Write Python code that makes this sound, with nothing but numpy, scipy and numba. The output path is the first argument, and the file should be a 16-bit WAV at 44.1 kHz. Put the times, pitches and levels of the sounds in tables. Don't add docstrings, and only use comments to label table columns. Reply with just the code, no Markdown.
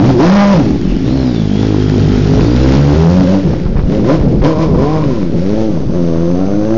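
import sys
import numpy as np
from scipy import signal
from scipy.fft import rfft, irfft
from scipy.io import wavfile
from scipy.ndimage import uniform_filter1d
from numba import njit

SR = 44100
rng = np.random.default_rng(int(sys.argv[2]) if len(sys.argv) > 2 else 0)


def dump_mix(stems):
    frames = np.atleast_2d(stems).T
    limited = np.clip(frames, -1, 1)
    pcm = np.round(limited * 32767).astype(np.int16)
    wavfile.write(sys.argv[1], SR, pcm)


def ratio_of_db(decibels):
    return 10 ** (np.asarray(decibels, float) / 20)


N = 298893

LEAN = [0, 0, 2.3]


def curve(rows):
    t, *columns = np.transpose(rows)
    return [np.interp(np.arange(N) / SR, t, column) for column in columns]


def side(values):
    # t/s, side shown (0 front, 1 side, 2 behind, 3 far and turning)
    aspect = [(0, 0), (1.3, 0), (1.8, 1), (2.7, 1), (3.45, 2), (5.3, 2), (6.0, 3), (6.78, 3)]
    return np.interp(curve(aspect)[0], np.arange(len(values)), values)


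def facing(dbs):
    return ratio_of_db(side(dbs))


def spell(start_s, end_s, fade_s):
    t = np.arange(N) / SR
    return np.clip(np.minimum(t - start_s, end_s - t) / fade_s + .5, 0, 1)


def walk(rate):
    size = int(SR / rate)
    held = np.repeat(rng.standard_normal(N // size + 1), size)
    return 0.81 * uniform_filter1d(uniform_filter1d(held, size), size)[:N]


def unit(x, hold_s=0.12):
    size = int(hold_s * SR)
    power = uniform_filter1d(uniform_filter1d(x ** 2, size), size)
    return x / np.sqrt(power + 1e-12)


@njit
def svf(x, hz, width):
    y, b, l = np.empty(len(x)), 0., 0.
    for i in range(len(x)):
        g, k = np.tan(np.pi * hz[i] / SR), width / hz[i]
        v = (b + g * (x[i] - l)) / (1 + g * (g + k))
        b, l, y[i] = 2 * v - b, l + 2 * g * v, k * v
    return y


def ring(x, modes):
    out = 0
    for k, (hz, width, *dbs) in enumerate(modes):
        tone = svf(x, np.full(N, 1. 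* hz), 1. * width)
        out = out + (-1) ** k * facing(dbs) * tone
    return out


def colour(x, points):
    hz, db = np.transpose(points)
    f = np.maximum(np.fft.rfftfreq(N, 1 / SR), 1)
    return irfft(rfft(x) * ratio_of_db(np.interp(np.log(f), np.log(hz), db)), N)


def street():
    # f/Hz, relative level per Hz/dB
    street_colour = [(200, -12), (600, -5.5), (1200, -3), (2500, -11.5), (5000, -12), (7000, -8.5),
                     (9000, -52.5)]
    return ratio_of_db(-42) * unit(colour(rng.standard_normal(N), street_colour), .5)


def wind():
    gusts = [(.12, 0.74, -19.5), (0.553, 0.066, -19.5), (0.874, .12, -43), (1.141, 0.072, -26.5),
             (2.009, 0.05, -15), (2.29, 0.34, -17.5), (2.967, .07, -17), (3.218, 0.07, -14.5),
             (3.588, 0.26, -20.5), (3.94, 0.22, -15), (4.29, 0.23, -13), (4.57, 0.054, -14),
             (4.736, 0.099, -12.5), (4.974, 0.29, -22), (5.188, 0.11, -22.5), (5.334, .05, -14.5),
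             (5.558, 0.14, -27.5), (5.889, 0.045, -20.5), (6.306, 0.99, -30.5)]
    buffets = [(3.658, -1), (3.698, -4), (3.756, 1.5), (3.789, -3), (3.819, -14), (3.836, 0), (4.208, -1),
               (4.247, -7), (4.358, -5), (4.409, -0.5), (4.743, -25)]
    calm_db, buffet_hz = -34.5, 60
    t = np.arange(N) / SR
    eddies = colour(rng.standard_normal(N),
                    [(12, -53.0), (30, -22.5), (45, -12.5), (80, -22), (150, -13), (500, -28.5), (2000, -80)])
    strength = ratio_of_db(calm_db)
    for middle_s, length_s, db in gusts:
        strength = strength + ratio_of_db(db) * np.exp(-2 * ((t - middle_s) / length_s) ** 2)
    pushes = 0
    for start_s, db in buffets:
        progress = np.clip((t - start_s) * buffet_hz, 0, 4)
        pushes = pushes - ratio_of_db(db) * np.sin(2 * np.pi * np.sqrt(progress)) * np.exp(-progress / 1.2)
    soft = signal.sosfilt(signal.butter(2, 450, fs=SR, output="sos"), pushes)
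    flutter = ratio_of_db(3.5 + 4.5 * walk(25))
    return strength * flutter * unit(eddies, 0.25) + soft


def panel(turns, throttle_db):
    # f/Hz, width/Hz, relative level/dB
    panel_modes = [(1010, 80, 0), (2320, 160, -21), (5000, 260, -23)]
    panel_spells = [(4.059, 4.181, -27.5), (4.431, 5.06, -23.5), (5.054, 5.243, -29.5)]
    shake = np.exp(-(turns / 4 % 1) / 0.37) * rng.standard_normal(N)
    buzz = 0
    for hz, width, db in panel_modes:
        centre = np.full(N, 1. * hz)
        tone = svf(svf(shake, centre, 1. * width), centre, 130.0)
        buzz = buzz + ratio_of_db(db) * unit(tone, .2)
    loudness = sum(ratio_of_db(db) * spell(start_s, end_s, 0.071) for start_s, end_s, db in panel_spells)
    return loudness * ratio_of_db(0.65 * throttle_db) * buzz


def gears(hz):
    teeth = [(63.5, 340, .76, 1.0, -42), (63.5, 320, 1.06, 1.3, -44), (63.5, 260, 1.3, 2.15, -39),
             (63.5, 300, 2.4, 2.66, -40), (80, 300, 1.12, 1.42, -43), (79, 300, 2.42, 2.66, -42),
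             (14.3, 45, 6.42, 6.9, -42)]
    out = 0
    for meshes, width, start_s, end_s, db in teeth:
        mesh_hz = np.minimum(meshes * hz, 9000.)
        whine = svf(svf(rng.standard_normal(N), mesh_hz, 1. * width), mesh_hz, 1. * width)
        out = out + spell(start_s, end_s, .1) * ratio_of_db(db + 5 * walk(26)) * unit(whine, .3)
    return out


def pops():
    pop_times = [(3.53, -19), (3.655, -20), (3.763, -18), (3.788, -20), (3.92, -18), (4.043, -19),
                 (4.211, -20), (4.415, -16), (4.743, -20)]
    rise_s, decay_s, width_hz = .002, .014, 600.
    t, centre = np.arange(N) / SR, np.full(N, 500.)
    shape = 0
    for start_s, db in pop_times:
        rise = np.clip((t - start_s) / rise_s, 0, 1)
        shape = shape + ratio_of_db(db) * rise * np.exp(-np.maximum(t - start_s, 0) / decay_s)
    noise = svf(svf(rng.standard_normal(N), centre, width_hz), centre, 2 * width_hz)
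    return shape * unit(noise)


def firings(turns, late=.08, scatter_db=4.0, blowdown_s=.0007):
    count = np.arange(1, int(turns[-1]))
    chance = rng.standard_normal((len(count), 2))
    at = np.interp(count + late * chance[:, 0], turns, np.arange(N) * (1 - 2 / N))
    pulses = np.zeros(N)
    np.add.at(pulses, at.astype(int), ratio_of_db(scatter_db * chance[:, 1]))
    size = int(blowdown_s * SR)
    return uniform_filter1d(uniform_filter1d(pulses, size), size)


def orders(hz, turns, rough, modes, first, count, waver_db=3.0):
    spread_rad = [.08, .12, .08, .06]
    sparse = slice(None, None, 64)
    lean, spread = side(LEAN), side(spread_rad)
    gains = [facing(dbs)[sparse] for _, _, *dbs in modes]
    out = 0
    for k in range(first, count + 1):
        f = k * hz[sparse]
        power = 0
        for gain, (mode_hz, width, *_) in zip(gains, modes):
            power = power + (gain / (1 + (2 * (f - mode_hz) / width) ** 2)) ** 2
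        weight = np.interp(np.arange(N), np.arange(N)[sparse], np.sqrt(power))
        weight = weight * ratio_of_db(waver_db * (1.8 + rough) * walk(20))
        out = out - weight * np.cos(2 * np.pi * k * turns - spread * (k - 3) ** 2 + lean)
    return unit(out)


def roughness():
    burn_spells = [(0, .2, .55), (.62, 1.02, .75), (3.46, 3.86, .88), (4.21, 4.43, .78), (5.25, 5.36, .55),
                   (5.76, 5.92, .85)]
    open_rough = [.3, .24, .28, .17]
    fade_s = .09
    on_load = side(open_rough)
    rough = on_load
    for start_s, end_s, target in burn_spells:
        rough = rough + (target - on_load) * spell(start_s - fade_s / 2, end_s + fade_s / 2, fade_s)
    return rough


def gas_jet(puff):
    # f/Hz, relative level per Hz/dB
    gas_colour = [(530, -53.5), (900, -10), (1010, -13), (1440, -8.5), (1670, -9.5), (3260, -12),
                  (4970, -13.5), (6150, -9), (7000, 6), (9100, -57), (15400, -120)]
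    # a hollow rasp, a late buzz and faint high whines
    # f/Hz, width/Hz, relative level from the front/dB, side/dB, behind/dB, far/dB
    jet_tones = [(1350, 210, -18, -3.5, -2.5, -3.5), (2222, 490, -13.5, -25, -10, -18),
                 (4950, 74, -17.5, -14, -11.5, -26.5), (6220, 110, -35.5, -25.5, -0.5, 11),
                 (4600, 61, -35, -30, -29.5, -6), (1100, 53, -34, -35.5, -16, 3.5)]
    jet = rng.standard_normal(N) * (1.0 + .5 * puff) * ratio_of_db(0.76 * walk(49))
    gas = unit(colour(jet, gas_colour), 0.22) + ratio_of_db(8) * ring(rng.standard_normal(N), jet_tones)
    return unit(gas, 0.19)


def levels(hz, throttle_db):
    # level from the front/dB, side/dB, behind/dB, far/dB, gain per dB of throttle/dB
    layers = dict(can=(-4.5, -4.5, -10, -7.5, 0.91), thump=(0, 3.5, -5, -3, 1.28),
              second=(-2, -1, -4.5, -3, 1.53), bark=(-16.5, -24.5, -10.5, -5, 2.15),
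              gas=(-19, -17.5, -22, -23, 1.1751))
    # firing rate f/Hz, thump/dB, tone at twice the rate/dB
    low_tones = [(42.4, -3.5, -21), (51.3, -15.5, -6), (66.5, -8, -3), (84, -9, 0.5), (115, -9.5, -6),
                 (141, -6, -2), (160, -6, -3.5), (209, 0.5, -18.5)]
    db = {name: side(row[:-1]) + row[-1] * throttle_db for name, row in layers.items()}
    at_hz, thump_db, second_db = np.transpose(low_tones)
    thump = db["thump"] + np.interp(np.log(hz), np.log(at_hz), thump_db)
    second = db["second"] + np.interp(np.log(hz), np.log(at_hz), second_db)
    return db["can"], thump, second, db["bark"], db["gas"]


def exhaust(hz, turns, can_db, thump_db, second_db, bark_db, gas_db):
    cylinders_db = [0, -.8, .4, -.5]
    # f/Hz, width/Hz, relative level from the front/dB, side/dB, behind/dB
    can_modes = [(128.2, 120, -6.5, -6, -9.5), (166.4, 116, 1.5, 0, 0), (257.8, 110, 0.5, -2, -3),
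                 (331, 75.5, -3, -5, -4.5), (402, 53, -11.5, -10, -9.5)]
    # f/Hz, width/Hz, relative level from the front/dB, side/dB, behind/dB, far/dB
    pipe_modes = [(524.6, 67, 2.5, -11.5, 23.5, 13), (701, 180, 0.5, -5, -8.5, -0.5),
                  (835, 66, 2.5, 0.5, -15, -7), (1045, 346, -10, -19.5, -7.5, -1.5)]
    # front/dB, side/dB, behind/dB, far/dB
    rattle_db = [9, 10, 2, -4]
    rough = roughness()
    even = np.sqrt(1 - rough ** 2)
    pulses = firings(turns)
    puff = unit(np.abs(svf(pulses, np.full(N, 30.), 150.0)), 0.15)
    flow = rng.standard_normal(N) * np.sqrt(hz / SR)
    cylinder = ratio_of_db(np.interp(turns % 4, np.arange(5), cylinders_db + cylinders_db[:1]))
    crank = turns + .09 * rough * walk(45)

    lean = side(LEAN)
    thump = -np.sqrt(2) * np.cos(2 * np.pi * crank + lean) * ratio_of_db(thump_db + 5.0 * rough * walk(30))
    second = -np.sqrt(2) * np.cos(4 * np.pi * crank + lean) * ratio_of_db(second_db + 1.0 * rough * walk(30))

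    steady_can = orders(hz, crank, rough, can_modes, first=3, count=9)
    uneven_can = unit(ring(pulses + uniform_filter1d(flow, size=40), can_modes))
    can = even * steady_can - rough * uneven_can

    rattle = unit(ring(pulses + ratio_of_db(12.5) * (1.0 + puff) * flow, pipe_modes))
    steady_bark = orders(hz, crank, rough, pipe_modes, first=4, count=8)
    bark = even * steady_bark + (.5 + rough) * facing(rattle_db) * rattle

    tones = ratio_of_db(can_db) * can + thump + second + ratio_of_db(bark_db) * unit(bark)
    return cylinder * tones + ratio_of_db(gas_db) * gas_jet(puff)


def houses(x):
    echo_rows = [(21, 55, -16), (47, 90, -18), (83, 130, -20)]
    now = np.arange(N)
    out = x
    for start_ms, end_ms, db in echo_rows:
        delay = np.linspace(start_ms, end_ms, N) * SR / 1000
        out = out + ratio_of_db(db) * np.interp(now - delay, now, x, 0)
    return out


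def scene():
    # t/s, firing rate f/Hz, throttle effort/dB
    ride = [(0.0, 87.5, -3.5), (0.05, 116.2, -1), (0.1, 136.9, 0), (0.17, 114.9, -8.5), (0.2, 132.2, 0),
            (0.24, 162.5, 3.5), (0.3, 188.5, 4), (0.36, 202, 3.5), (0.45, 202.5, 0.5), (0.53, 195.8, 1),
            (0.62, 128.5, -4), (0.72, 77.2, -7), (0.81, 51.52, -10), (0.91, 41.78, -6.5),
            (0.96, 45.98, -10), (1.04, 55.13, -8.5), (1.09, 62.3, -6), (1.15, 67.08, -7),
            (1.19, 67.05, -6.5), (1.49, 49.33, -7), (1.64, 54.33, -4.5), (1.75, 51.35, -5.5),
            (2.24, 49.95, -4), (2.38, 52.58, -3), (2.51, 59.8, -4), (2.75, 68, -0.5), (2.81, 72.1, -2.5),
            (2.89, 70.76, -2), (3.04, 82.66, -2), (3.21, 93.5, -1.5), (3.26, 88.3, -3), (3.34, 98.83, -0.5),
            (3.42, 93.75, -7), (3.51, 67.8, -6.5), (3.61, 56.7, -9.5), (3.72, 51.2, -14.5),
            (3.85, 67.9, -12.5), (3.94, 104.2, -4.5), (3.96, 108.5, -5), (4.03, 98.05, -9),
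            (4.1, 136.4, 0.5), (4.15, 164.2, -1.5), (4.19, 158, -9), (4.3, 122.5, -10), (4.42, 121, -12),
            (4.45, 142.6, 2), (4.5, 163.8, -2.5), (4.55, 151.9, -9.5), (4.63, 164.8, -1),
            (4.7, 138.2, -11.5), (4.76, 120.3, -8.5), (4.83, 139.4, -4.5), (4.93, 157.7, -6.5),
            (5.02, 154.8, -6), (5.15, 116.1, -7), (5.25, 87.4, -8.5), (5.32, 78.74, -12),
            (5.38, 83.6, -7.5), (5.53, 105.8, -6), (5.61, 111.4, -5), (5.68, 108.6, -8), (5.81, 65.45, -10),
            (5.87, 61.5, -13.5), (5.96, 88.36, -8), (6.14, 81.67, -8), (6.32, 87.74, -8), (6.55, 102.1, -8),
            (6.78, 114.2, -6)]
    hz, throttle_db = curve(ride)
    turns = np.cumsum(hz) / SR
    engine = exhaust(hz, turns, *levels(hz, throttle_db))
    bike = engine + pops() + gears(hz) + panel(turns, throttle_db)
    return (houses(bike) + wind() + street())[None]


def low_pass(x):
    return signal.sosfilt(signal.butter(12, 7730, fs=SR, output="sos"), x)


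def record(dry):
    # t/s, offset (1 is full scale)
    drift = [(0, -.04), (.85, -.1), (1.2, -.05), (2.2, -.01), (3.2, -.03), (3.6, -.09), (4.9, -.09),
             (5.2, -.15), (5.8, -.17), (6.78, -.13)]
    clip, knee = .7, 6
    squeeze_from, squeeze_s = .47, .12
    top_hz, full = 7950, .71
    drive = (dry + curve(drift)[0]) / clip
    flat = clip * drive / (1 + drive ** knee) ** (1 / knee)
    load = np.sqrt(uniform_filter1d(flat ** 2, int(squeeze_s * SR), axis=1))
    squeezed = flat * np.minimum(squeeze_from / load, 1) ** .7
    cut = signal.sosfilt(signal.cheby2(8, 62, top_hz, fs=SR, output="sos"), squeezed)
    return low_pass(np.clip(cut, -full, full))


dry = scene()
out = record(dry)
dump_mix(out)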